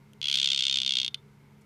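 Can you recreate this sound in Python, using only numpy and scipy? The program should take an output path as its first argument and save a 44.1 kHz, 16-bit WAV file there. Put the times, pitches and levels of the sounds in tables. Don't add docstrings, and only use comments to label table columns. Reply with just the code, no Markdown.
import sys
import numpy as np
from scipy import signal
from scipy.fft import rfft, irfft, next_fast_len
from scipy.io import wavfile
from scipy.ndimage import map_coordinates

SR = 44100
rng = np.random.default_rng(int(sys.argv[2]) if len(sys.argv) > 2 else 0)


def to_linear_factor(level_db):
    exponent = np.asarray(level_db, float) / 20
    return 10 ** exponent


def store_pcm(level_fs):
    pcm = np.round(np.clip(level_fs, -1, 1) * 32767).astype(np.int16)
    wavfile.write(sys.argv[1], SR, np.atleast_2d(pcm).T)


N = 72765

# (frequency [Hz], level [dB rms], unsteadiness [dB])
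MOTOR_HUM = [(141.5, -58.5, 0.5), (210.2, -63, 3), (266, -90, 9.5), (492, -79.5, 3.5)]
# (frequency [Hz], density [dB per Hz])
AIR_HISS = [(25, -11), (60, -9.5), (115, -0.5), (250, -9.5), (600, -20.5), (3000, -27.5), (8000, -36.5),
            (15500, -39)]
# (frequency [Hz], width [Hz], level [dB rms])
DUCT_MODES = [(411, 69, -69), (914, 200, -73), (1360, 560, -76), (2148, 290, -74.5)]
# (time [s], level [dB], ring frequency [Hz], ring share [ratio])
DROPS = [
    (0.134, -41, 3150, 0.94),
    (1.523, -64, 6000, .15),
    (1.531, -62.5, 11480, .15),
    (1.582, -60.5, 6200, .2),
    (1.6112, -54, 8020, .15),
    (1.617, -50, 8200, .2),
    (1.6214, -54.5, 5500, 0.55),
]
# (first click [s], gap to second [ms], gap to third [ms]), 0 = no click
CLICK_GROUPS = [(0.2156, 0.0, 0.0), (0.2282, 2.32, 0.0), (0.242, 1.47, 0.0), (0.2556, 1.82, 0.0),
                (0.2703, 1.71, 0.0), (0.2834, 1.54, 1.56), (0.2984, 1.37, 1.9), (0.3139, 1.24, 0.0),
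                (0.3264, 1.34, 1.27), (0.3406, 1.29, 1.22), (0.3558, 1.23, 1.05), (0.3715, 1.13, 1.52),
                (0.3856, 1.04, 1.46), (0.3992, 1.19, 1.07), (0.4152, 1.27, 0.0), (0.4283, 1.46, 1.24),
                (0.4435, 1.55, 1.66), (0.4582, 1.22, 1.34), (0.4733, 1.45, 0.0), (0.4877, 1.56, 0.0),
                (0.5018, 1.49, 1.51), (0.5169, 1.32, 1.93), (0.5321, 1.38, 0.0), (0.5464, 1.6, 0.0),
                (0.5615, 1.6, 0.0), (0.5754, 1.56, 1.36), (0.5907, 1.5, 1.54), (0.6069, 1.79, 0.0),
                (0.6223, 1.92, 0.0), (0.6363, 1.34, 2.6), (0.6526, 2.22, 0.0), (0.6667, 1.42, 0.0),
                (0.6818, 1.76, 0.0), (0.6967, 1.63, 0.0), (0.7116, 1.58, 0.0), (0.7258, 1.61, 1.93),
                (0.7419, 1.64, 0.0), (0.7571, 2.3, 0.0), (0.7718, 1.55, 0.0), (0.7863, 1.72, 0.0),
                (0.8021, 0.0, 0.0), (0.8166, 2.04, 0.0), (0.8329, 0.0, 0.0), (0.8483, 0.0, 0.0),
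                (0.8623, 1.89, 0.0), (0.8771, 1.65, 0.0), (0.8923, 1.76, 0.0), (0.9069, 1.46, 0.0),
                (0.9216, 1.79, 0.0), (0.937, 1.83, 0.0), (0.9535, 2.16, 0.0), (0.9695, 1.93, 0.0),
                (0.9851, 2.11, 0.0), (1.0002, 1.81, 0.0), (1.0156, 1.89, 0.0), (1.0316, 0.0, 0.0),
                (1.0468, 1.86, 0.0), (1.0633, 0.0, 0.0), (1.0797, 0.0, 0.0), (1.1443, 1.97, 0.0)]
# (time [s], level under a full click [dB])
STRAY_CLICKS = [(0.3295, -9.5), (0.3443, -2), (.3457, -6.5), (0.347, -9.5), (0.3475, -8.5), (0.3596, -2),
                (.3615, -11), (0.3765, -9), (0.3772, -13), (.3797, -10), (0.3968, -15), (0.397, -12),
                (0.4032, -3.5), (0.5967, -5), (.8655, -9.5), (1.0505, -7.5)]
# (time [s], click peak [dB], sac tuning [ratio], upper modes [dB], rasp [dB],
# sac ring [dB], brightness [dB per octave])
CALL_EFFORT = [
    (0.215, -20, 0.955, 4, -29, -1.9, -5),
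    (0.282, -17.5, 0.96, 5, -27, -0.9, -2.5),
    (.35, -15, 1.016, 5.5, -16.5, -1.5, -1.8),
    (.43, -15, 0.999, 0.5, -16.5, -0.7, -0.2),
    (.56, -15.5, 1.0015, -2, -16, -0.54, 1.4),
    (.8, -16, 1, -0.3, -21, -0.2, -.6),
    (1.01, -15, 0.995, 0, -20, 0.6, -.6),
    (1.08, -17.5, 1.006, 5, -27, -1.1, -2),
    (1.145, -19, 0.99, 7.5, -29.5, -2.5, -8),
]
# (frequency [Hz], width [Hz], signed gain [ratio])
THROAT_MODES = [(1446, 150, 0.5), (2025, 280, -1.25), (3102, 648, 17), (4234, 453, -13.5), (4680, 326, -4),
                (6660, 1200, 3)]
# (frequency [Hz], width [Hz], signed gain [ratio])
UPPER_MODES = [(6265, 390, 0.83), (8700, 200, 0.82), (9720, 180, -1.98), (11770, 860, -0.45),
               (12980, 700, .25)]
# (frequency [Hz], width [Hz], signed gain [ratio])
SAC_RING = (3597, 180, -37.5)
# (frequency [Hz], level [dB])
RASP_COLOUR = [(1000, -32.5), (2500, -4), (4500, 3.5), (8000, -0.5), (14000, -28)]
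# (delay [ms], signed gain [ratio])
NEAR_ECHOES = [(2.244, -0.2), (2.68, 0.11), (3.22, 0.14), (4.04, .036), (5.27, -0.095), (6.23, 0.055),
               (6.49, -0.005), (7.47, -0.086), (9.1, 0.014)]
# (frequency [Hz], width [Hz], level [dB])
GLASS_PANES = [(3755, 61, -15.5), (3350, 51, -26.5)]
# (frequency [Hz], decay time t60 [s])
TANK_DECAY = [(1000, 0.03), (3600, 0.04), (8000, 0.015), (14000, .022)]
# (frequency [Hz], width [Hz], level [dB])
ROOM_BAND = (3560, 160, 9)
# (frequency [Hz], level [dB])
MIC_RESPONSE = [(20, -13.5), (45, 0), (12500, -0.5), (14500, -1.5), (15300, -4.5), (15600, -22),
                (16400, -30)]


def unit(x):
    return x / np.sqrt(np.mean(x ** 2) + 1e-20)


def along(points, hz):
    f, v = np.transpose(points)
    return np.interp(np.log(hz + 1), np.log(f + 1), v)


def wobble(rate):
    knots = rng.standard_normal(int(N * rate / SR) + 4)
    return map_coordinates(knots, [np.arange(N) * rate / SR])


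def filtered(x, response):
    m = next_fast_len(N + SR // 2)
    return irfft(rfft(x, m) * response(np.fft.rfftfreq(m, 1 / SR)), m)[..., :N]


def peak(f, hz, width_hz):
    return 1j * f * width_hz / (hz * hz - f * f + 1j * f * width_hz)


def high_pass(f, hz):
    return (1j * f / (hz + 1j * f)) ** 2


def motor():
    t = np.arange(N) / SR
    hum = np.zeros(N)
    for hz, db, sway_db in MOTOR_HUM:
        level = np.sqrt(2) * to_linear_factor(db + sway_db * wobble(12))
        hum += level * np.sin(2 * np.pi * hz * t + 0.5 * wobble(6.5))
    return hum


def moving_air():
    hiss = filtered(rng.standard_normal(N), lambda f: to_linear_factor(along(AIR_HISS, f)))
    air = to_linear_factor(-60.5) * unit(hiss)
    for hz, width_hz, db in DUCT_MODES:
        band = filtered(rng.standard_normal(N), lambda f: peak(f, hz, width_hz) ** 2)
        air += to_linear_factor(db + 1.6 * wobble(8.37)) * unit(band)
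    return air


def drops():
    crack_t60_s, ring_t60_s = 0.0095, 0.0066
    out, t = np.zeros(N + SR), np.arange(SR // 20) / SR
    for s, db, hz, ring_share in DROPS:
        crack = rng.standard_normal(len(t)) * to_linear_factor(-60 * t / crack_t60_s)
        ring = np.sin(2 * np.pi * hz * t) * to_linear_factor(-60 * t / ring_t60_s)
        out[round(s * SR):][:len(t)] += to_linear_factor(db) * (0.52 * crack + ring_share * ring)
    return filtered(out[:N], lambda f: high_pass(f, 2200) / (1 + (f / 12300) ** 10))


def click_times():
    rested_ms, tired_db_per_ms = 1.35, 7
    start, *later = np.transpose(CLICK_GROUPS)
    gaps = np.array([0 * start, *later]).T
    times = start[:, None] + np.cumsum(gaps, axis=1) / 1000
    sounding = gaps > 0
    sounding[:, 0] = True
    gaps[:, 0] = rested_ms
    weak_db = tired_db_per_ms * np.minimum(gaps[sounding] - rested_ms, 0)
    stray_s, stray_db = np.transpose(STRAY_CLICKS)
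    return np.append(times[sounding], stray_s), np.append(weak_db, stray_db)


def throat_sac(f, tune, edge_db, ring_db, bright_db):
    body = sum(g * peak(f, hz * tune ** 0.45, width_hz) for hz, width_hz, g in THROAT_MODES)
    ring_hz, ring_width_hz, ring_gain = SAC_RING
    body += ring_gain * to_linear_factor(ring_db) * peak(f, ring_hz * tune, ring_width_hz)
    body *= to_linear_factor(bright_db * np.log2(np.maximum(f / 4000, 1)))
    for k, (hz, width_hz, gain) in enumerate(UPPER_MODES):
        body += gain * to_linear_factor(edge_db[k]) * peak(f, hz, width_hz)
    return body


def throat_opening(f, times):
    low_hz, fold_gone_s = 1280, 0.56
    floor = (-f * f / (low_hz ** 2 - f * f + 0.7j * f * low_hz)) ** 2
    slack = np.clip(2 * (fold_gone_s - times) / fold_gone_s, 0, 0.9)[:, None]
    return floor * (1 - slack * peak(f, 9070, 630))


def near_walls(f):
    echoes = sum(g * np.exp(-2j * np.pi * f * ms / 1000) for ms, g in NEAR_ECHOES)
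    return 1 + echoes / (1 + 1j * f / 4000)


def frog():
    times, weak_db = click_times()
    size, lead = 2048, 64
    rise_s, rasp_t60_s = 0.00014, 0.014
    size_db, tune_jitter, mode_db = 1.53, 0.0034, 1.5
    at, *columns = np.transpose(CALL_EFFORT)
    effort = [np.interp(times, at, c)[:, None] for c in columns]
    level_db, tuning, edge_db, rasp_db, ring_db, bright_db = effort
    luck = np.clip(rng.standard_normal((len(times), 2 + len(UPPER_MODES), 1)), -2, 2)
    click_db = level_db + weak_db[:, None] + size_db * luck[:, 0]
    tune = tuning * (1 + tune_jitter * luck[:, 1])
    edges_db = [edge_db + mode_db * luck[:, 2 + k] for k in range(len(UPPER_MODES))]

    f = np.fft.rfftfreq(size, 1 / SR)
    snap = high_pass(f, 1500) / (1 + 1j * f / 9000) ** 2
    voiced = throat_sac(f, tune, edges_db, ring_db, bright_db) * snap
    puff_db = rasp_db - 60 * np.arange(size) / SR / rasp_t60_s
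    puff = rng.standard_normal((len(times), size)) * to_linear_factor(puff_db)
    rasp = rfft(puff) * to_linear_factor(along(RASP_COLOUR, f))

    onset = (times - rise_s) * SR
    late = np.exp(-2j * np.pi * f * (lead + onset % 1)[:, None] / SR)
    spectrum = (voiced + rasp) * near_walls(f) * late * throat_opening(f, times)
    clicks = irfft(spectrum, size) * to_linear_factor(click_db)
    place = onset.astype(int)[:, None] - lead + np.arange(size)
    return np.bincount(place.ravel(), clicks.ravel(), N)[:N]


def panes(voice):
    delayed = np.pad(voice, (SR // 300, 0))[:N]
    return filtered(delayed, lambda f: sum(to_linear_factor(db) * peak(f, hz, w) for hz, w, db in GLASS_PANES))


def tail(x, t60_of, wait_s):
    hz, t, z = signal.stft(rng.standard_normal(SR // 2), SR, nperseg=128)
    h = signal.istft(z * to_linear_factor(-60 * t / t60_of(hz)[:, None]), SR, nperseg=128)[1]
    return signal.fftconvolve(np.pad(x, (int(wait_s * SR), 0)), h / np.linalg.norm(h))[:N]


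def tank(voice):
    return to_linear_factor(-20.5) * tail(voice, lambda hz: along(TANK_DECAY, hz), 0.004)


def room(voice):
    hz, width_hz, db = ROOM_BAND
    far = filtered(voice, lambda f: 1 + to_linear_factor(db) * peak(f, hz, width_hz))
    return to_linear_factor(-34) * tail(far, lambda f: 0.1 + 0 * f, 0.027)


def scene():
    background = motor() + moving_air() + drops()
    voice = frog()
    call = voice + panes(voice) + tank(voice) + room(voice)
    return (background + call)[None]


def band_limit(x):
    return signal.sosfilt(signal.butter(12, 16470, fs=SR, output="sos"), x)


def record(dry):
    mix = filtered(dry, lambda hz: to_linear_factor(along(MIC_RESPONSE, hz)))
    return band_limit(mix)


dry = scene()
out = record(dry)
store_pcm(out)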